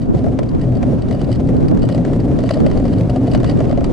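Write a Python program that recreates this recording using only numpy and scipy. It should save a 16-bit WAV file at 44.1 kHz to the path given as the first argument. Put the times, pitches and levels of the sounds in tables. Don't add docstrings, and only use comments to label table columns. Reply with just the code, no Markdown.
import sys
import numpy as np
from scipy import signal
from scipy.fft import rfft, irfft, next_fast_len
from scipy.io import wavfile
from scipy.ndimage import uniform_filter1d, minimum_filter1d, map_coordinates

SR = 44100
rng = np.random.default_rng(int(sys.argv[2]) if len(sys.argv) > 2 else 0)


def elevation(decibels):
    levels = np.asarray(decibels, float)
    return 10 ** (levels / 20)


def wav_record(signal):
    frames = np.transpose(np.atleast_2d(signal))
    bounded = np.clip(frames, -1, 1)
    quanta = np.round(bounded * 32767).astype(np.int16)
    wavfile.write(sys.argv[1], SR, quanta)


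N = 172872

# start_s [s], level_db [dB]
ROUGHNESS = [
    (0.0, -36),
    (1.0, -33),
    (1.55, -34),
    (2.7, -29),
    (3.92, -30),
]
RISE_S = 0.0012


def unit(x):
    return x / np.sqrt(np.mean(x ** 2) + 1e-20)


def along(points, hz):
    f, v = np.transpose(points)
    return np.interp(np.log(hz + 1), np.log(f + 1), v)


def curve(rows):
    return np.interp(np.arange(N) / SR, *np.transpose(rows))


def wobble(rate):
    return map_coordinates(rng.standard_normal(400), [np.arange(N) * rate / SR])


def swells(rows, t):
    return sum(elevation(db) * np.exp(-((t - s) / length) ** 2) for s, db, length in rows)


def filtered(x, response):
    m = next_fast_len(N + SR // 2)
    return irfft(rfft(x, m) * response(np.fft.rfftfreq(m, 1 / SR)), m)[..., :N]


def ringing(modes):
    def response(f):
        total = 0
        for k, (centre, width, db) in enumerate(modes):
            damping = 1j * f * width
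            total = total + (-1) ** k * elevation(db) * damping / (centre * centre - f * f + damping)
        return total
    return response


def colour(points):
    return lambda f: elevation(along(points, f))


def noise(response):
    return unit(filtered(rng.standard_normal(N), response))


def bursts(times, gains, rise_s, fall_s):
    t = np.arange(-SR // 50, SR // 20) / SR
    shape = np.where(t < 0, np.exp(t / rise_s), np.exp(-t / fall_s))
    place = np.clip(((times + rise_s) * SR).astype(int), 0, N - 1)
    train = np.bincount(place, gains, N)
    return signal.fftconvolve(train, shape)[SR // 50:][:N]


def struck(envelope, response):
    raw = rng.standard_normal((2, N))
    return filtered(envelope * raw, response) / np.std(filtered(raw, response))


def wind():
    # start_s [s], level_db [dB]
    gust_levels = [(0, -22), (.2, -27), (.3, -20), (.38, -26), (.55, -17), (.63, -27), (.85, -19),
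                   (1.3, -24), (1.55, -18), (1.74, -15), (2.15, -26), (2.35, -17), (2.5, -25), (2.65, -17),
                   (2.98, -19), (3.18, -31), (3.35, -16), (3.92, -20)]
    # middle_s [s], peak_db [dB], half_length_s [s]
    eddy_rows = [(.098, -10, .015), (.117, -11, .01), (.148, -6, .005), (.247, -10, .008), (.278, -12, .01),
                 (.408, -10, .02), (.552, -8, .012), (1.722, -7, .015), (1.83, -10, .01), (2.61, -9, .015),
                 (2.66, -13, .015), (2.775, -11, .008), (3.59, -11, .008)]
    # pitch_hz [Hz], level_db [dB per Hz]
    buffet_colour = [(12, -32.5), (20, -1.5), (122, 0.5), (254, 1), (399, -9), (1800, -41.5), (2340, -66.5),
                     (3960, -120)]
    eddies = swells(eddy_rows, np.arange(N) / SR)
    gust = elevation(curve(gust_levels) + 0.67 + 1.67 * wobble(29.94))
    thinned = noise(lambda f: colour(buffet_colour)(f) * (f / (f + 65j)) ** 2)
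    apart = (gust + 0.52 * eddies) * thinned
    common = elevation(-4) * (gust + 0.33 * eddies) * noise(colour(buffet_colour))
    deep = noise(lambda f: f * 45 / (45 ** 2 + f * f) / (1 + (f / 90) ** 2))
    push = elevation(-26 + 4.5 * wobble(6.05)) * deep
    return common + push, apart


def tyre_hiss():
    # pitch_hz [Hz], level_db [dB per Hz]
    hiss_colour = [(470, -8.5), (800, -10.5), (883, -8.5), (1610, -19.5), (4630, -31.5), (9970, -44),
                   (11000, -64), (14300, -74), (22000, -120)]
    road_db = curve(ROUGHNESS)
    level_db = -42 + 0.96 * (road_db - road_db.mean())
    flutter_db = 1.2 * wobble(45) + 1.2 * wobble(80)
    return struck(elevation(level_db + flutter_db), colour(hiss_colour))


def hull_drum():
    # pitch_hz [Hz], width_hz [Hz], level_db [dB]
    hull_modes = [(55.4, 43.5, -6.5), (122.7, 17.14, 4.5), (173, 28.24, -0.5), (260.5, 37.6, 0.5),
                  (393.6, 131, -10.5), (550.4, 77, -11.5), (717, 82.6, -19)]
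    level_db = curve(ROUGHNESS) + 15.5 + 2.64 * wobble(14) + 1.89 * wobble(50)
    return struck(elevation(level_db), ringing(hull_modes))


def hull_boom():
    # middle_s [s], level_db [dB], half_length_s [s]
    bumps = [(.7, -13, 0.058), (.78, -24.5, 0.03), (1.32, -9, 0.018), (1.5, -21.5, 0.088),
             (1.87, -15, 0.058), (2.55, -37.5, 0.1), (2.67, -14.5, 0.043), (2.92, -15, 0.091),
             (3.45, -19.5, 0.18), (3.85, -30, 0.053)]
    pitch_hz = 122.4 + 3.718 * wobble(8.2)
    turns = np.cumsum(pitch_hz) / SR
    return swells(bumps, np.arange(N) / SR) * np.sin(2 * np.pi * turns)


def axle_thumps():
    # start_s [s], peak_db [dB]
    thump_rows = [(0.0763, -28), (0.2421, -12), (0.2652, -11.5), (0.3897, -5), (0.4277, -14.5),
                  (0.5167, -23), (0.6008, -28), (0.6867, -28), (0.7233, -18.5), (0.7425, -28),
                  (0.7669, -14), (0.8315, -10), (1.0322, -18), (1.1189, -13.5), (1.1447, -11.5),
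                  (1.2913, -8), (1.4029, -12), (1.7161, -11.5), (1.8386, -7.5), (1.8957, -4.5),
                  (1.9473, -7), (2.0497, -10.5), (2.1, -10.5), (2.3879, -9), (2.4367, -7), (2.5061, -3),
                  (2.5671, -6.5), (2.6631, -3.5), (2.7715, -9.5), (2.7997, -7.5), (2.8532, -3),
                  (3.0094, -13), (3.0943, -4.5), (3.1598, -6), (3.1907, -19.5), (3.278, -3.5),
                  (3.3476, -1.5), (3.4324, -4.5), (3.4936, -9.5), (3.6048, -4.5), (3.7028, -8),
                  (3.7264, -7), (3.775, -4.8), (3.8127, -8)]
    # pitch_hz [Hz], width_hz [Hz], level_db [dB]
    seat_modes = [(570, 130, 0), (700, 130, -3), (1150, 400, -22)]
    rebound_s = 0.004015
    s, db = np.transpose(thump_rows)
    luck = rng.random((len(s), 2))
    at = np.concatenate([s, s + rebound_s * (1 + luck[:, 0])]) * SR
    push = np.concatenate([elevation(db), elevation(db) * (luck[:, 1] - 1)])
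    blows = np.bincount(at.astype(int), elevation(36) * push, N)
    return filtered(blows, lambda f: ringing(seat_modes)(f) / (1 + 1j * f / 1300) ** 3)


def linkage_chatter():
    # middle_s [s], level_db [dB], half_length_s [s], low modes over high_db [dB]
    spells = [(0.016, -46.5, 0.033, -8.5), (.18, -50, 0.019, -5.5), (0.491, -41, 0.01, -5),
              (.63, -54, 0.021, 11), (1.132, -46.5, 0.035, 4), (1.2, -39.5, 0.013, 4),
              (1.325, -38, 0.031, -2.5), (1.831, -46.5, 0.017, 1), (1.918, -45.5, 0.045, 6),
              (2.43, -38, 0.03, -1), (2.516, -34, 0.05, 0.5), (2.715, -49.5, 0.073, 10.5),
              (2.93, -44, 0.081, 4), (3.348, -43.5, 0.046, 2.5), (3.483, -42.5, 0.056, 3.5),
              (3.676, -52.5, 0.14, 8.5)]
    taps_per_s, spread_db, idle_db, fall_s = 400, 5, -69, 0.0021
    draw = rng.random((1900, 2))
    when = np.cumsum(-np.log(draw[:, 0])) / taps_per_s
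    size = elevation(-4 + spread_db * (2 * draw[:, 1] - 3)) * (when < N / SR)
    high = [(mid_s, level, half_s) for mid_s, level, half_s, low_db in spells]
    low = [(mid_s, level + low_db, half_s) for mid_s, level, half_s, low_db in spells]
    high_taps = bursts(when, size * (swells(high, when) + elevation(idle_db)), RISE_S, fall_s)
    low_taps = bursts(when, size * (swells(low, when) + elevation(idle_db)), RISE_S, fall_s)
    return high_taps, low_taps


def loose_parts():
    # start_s [s], peak_db [dB], steel share [0-1]
    knocks = [(0.389, -22.5, 0), (0.431, -30.5, 0.1), (0.828, -25, 0), (1.02, -31.5, 0.8),
              (1.1098, -28, 0.3), (1.2147, -27.5, 0.3), (1.3145, -28.3, 0.8), (1.326, -25.5, 0.9),
              (1.4886, -29.5, 0), (1.6822, -28, 0.7), (1.7468, -36.5, 0.0), (1.773, -30.5, 0.0),
              (1.82, -30, 0.7), (1.889, -20, 0.0), (1.898, -25.5, 0.55), (1.924, -29.5, 0.95),
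              (1.9458, -26, 0.9), (1.978, -29.5, 0.2), (2.0498, -25.5, 0), (2.1321, -27.5, 0.1),
              (2.2004, -29.5, 0.8), (2.314, -29.5, 0), (2.3887, -26, 0), (2.4373, -28, 0.2),
              (2.509, -22.5, 0.5), (2.5404, -29, 0.6), (2.6024, -27.5, 0.1), (2.6636, -24, 0.4),
              (2.7132, -27.5, 0.1), (2.744, -44, 1), (2.7736, -25.5, 0.5), (2.798, -28, 0.28),
              (2.8404, -29, 0.3), (2.8534, -24.5, 0.34), (2.8652, -32.5, 0.2), (2.8788, -28.5, 0.51),
              (2.895, -34, 0.47), (2.9056, -38.5, 0.81), (2.9299, -35.5, 0.55), (3.0085, -24.5, 0.5),
              (3.0967, -23.5, 0.76), (3.1598, -27.5, 0.5), (3.2775, -27.5, 0.95), (3.3132, -28, 0.9),
              (3.3346, -25.5, 0.7), (3.348, -17.5, 0.3), (3.4313, -27.5, 0.2), (3.4432, -21, 0.06),
              (3.461, -33.5, 0.2), (3.4731, -32, 0.95), (3.4953, -24, 0.7), (3.511, -28, 0.4),
              (3.59, -31, 0.2), (3.604, -27, 0), (3.6525, -32.5, 0), (3.711, -29, 0.2),
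              (3.8425, -21.5, 0.6),
              (0.0157, -35, 0.8), (0.148, -34.5, 0.0), (0.1573, -40.0, 0.7), (0.171, -38, 0.7),
             (0.181, -41.5, 0.5), (0.1908, -33.5, 0.2), (0.241, -35, 0), (0.265, -39, 0), (0.282, -38.5, 0),
             (0.3235, -46, 0.0), (0.49, -39, 0.5), (0.514, -39.5, 0), (0.5485, -35, 0), (0.5957, -40, 0),
             (0.613, -30, 0.95), (0.6416, -44, 0), (0.7216, -38, 0), (0.7523, -34, 0.6),
             (0.7682, -36.8, 0.9), (1.084, -33.5, 0.5), (1.1255, -32, 0.72), (1.1476, -37, 0.4),
             (1.194, -41.5, 0.4), (1.243, -31, 0.84), (1.3488, -33.5, 0.8), (1.3563, -32.5, 0.6),
             (1.398, -33.5, 0), (1.404, -37.5, 0.1), (1.4722, -31, 0.52), (1.566, -35, 0.7),
             (1.605, -36, 0.4), (1.627, -36.5, 0.0), (1.7123, -32.5, 0), (1.7913, -36.5, 0.39),
             (1.8292, -35, 0.8), (1.8507, -32.6, 1), (2.0796, -38.5, 0.1), (2.1614, -31.5, 0),
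             (2.288, -37, 0.0), (2.4032, -35.5, 0.2), (2.5707, -35.5, 0.6), (2.7303, -36, 0.41),
             (2.9825, -30, 0.9), (3.033, -33.5, 0), (3.0722, -38.5, 0.57), (3.1305, -39.5, 0.38),
             (3.2044, -40.5, 0.7), (3.2588, -43.5, 0.45), (3.271, -29.5, 0.1), (3.3758, -29, 0),
             (3.6416, -33.5, 0.1), (3.694, -34.8, 0.38), (3.7747, -29.5, 0.2), (3.8073, -32, 0),
             (3.8642, -38, 0.0),
              (2.491, -21, 0), (2.7, -34, .3), (3.401, -29.5, 0.04), (3.573, -33, 0), (3.727, -34, 0)]
    # pitch_hz [Hz], level_db [dB per Hz]
    crack_colour = [(300, -35.5), (800, 9.5), (1200, 5), (2500, -1.5), (5000, -9), (8000, -14),
                    (11000, -32), (16000, -39)]
    # pitch_hz [Hz], width_hz [Hz], level_db [dB]
    steel_modes = [(1880, 70, 7), (2965, 230, 4), (3865, 200, -4), (4550, 230, 2.5), (5094, 180, -2.5),
                   (5950, 150, -10), (7760, 240, -8.5), (9760, 400, -15)]
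    # pitch_hz [Hz], width_hz [Hz], level_db [dB]
    panel_modes = [(980, 140, 0), (1330, 140, -3.5), (1950, 260, -5.5)]
    fall_s, snap_s, panel_fall_s = 0.0045, 0.0013, 0.0074
    s, db, share = np.transpose(knocks)
    chatter, low_chatter = linkage_chatter()

    blow = elevation(db - 7.5) * np.sqrt(1 - share)
    scrape = bursts(s, blow, RISE_S, fall_s)
    snap = bursts(s, blow, snap_s / 2, snap_s)
    crack = struck(scrape + snap + elevation(-18) * chatter, colour(crack_colour))
    panel = struck(bursts(s, blow * elevation(-1.5), RISE_S, panel_fall_s), ringing(panel_modes))

    contact = bursts(s, elevation(db - 8.5) * np.sqrt(share), RISE_S, fall_s)
    low_steel = struck(0.8 * contact + low_chatter, ringing(steel_modes[:2]))
    high_steel = struck(contact + chatter, ringing(steel_modes[2:]))
    return crack + panel + elevation(-2) * (low_steel + high_steel)


def scene():
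    # pitch_hz [Hz], level_db [dB]
    width_colour = [(60, -21.5), (700, -11.5), (1100, -8.5), (2500, -8), (6000, -7.5), (11000, -5.5)]
    common, buffet = wind()
    rolling = tyre_hiss() + hull_drum() + hull_boom()
    cart, other = rolling + axle_thumps() + loose_parts()
    mid = cart + common
    left_lean = 0.054
    side = filtered(other, colour(width_colour)) + buffet + left_lean * mid
    return np.array([mid + side, mid - side])


def roll_off(x):
    return signal.sosfilt(signal.butter(12, 11270, fs=SR, output="sos"), x)


def record(dry):
    ceiling, hold_s, top_hz = 0.51, 0.01, 11010
    mid, side = (dry[0] + dry[1]) / 2, (dry[0] - dry[1]) / 2
    need = np.minimum(1, ceiling / (np.abs(mid) + 1e-9))
    size = int(hold_s * SR)
    gain = uniform_filter1d(minimum_filter1d(need, 2 * size), size)
    limited = gain * np.array([mid + side, mid - side])
    pair = filtered(limited, lambda f: f < top_hz)
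    return roll_off(np.clip(pair, -1, 1))


dry = scene()
out = record(dry)
wav_record(out)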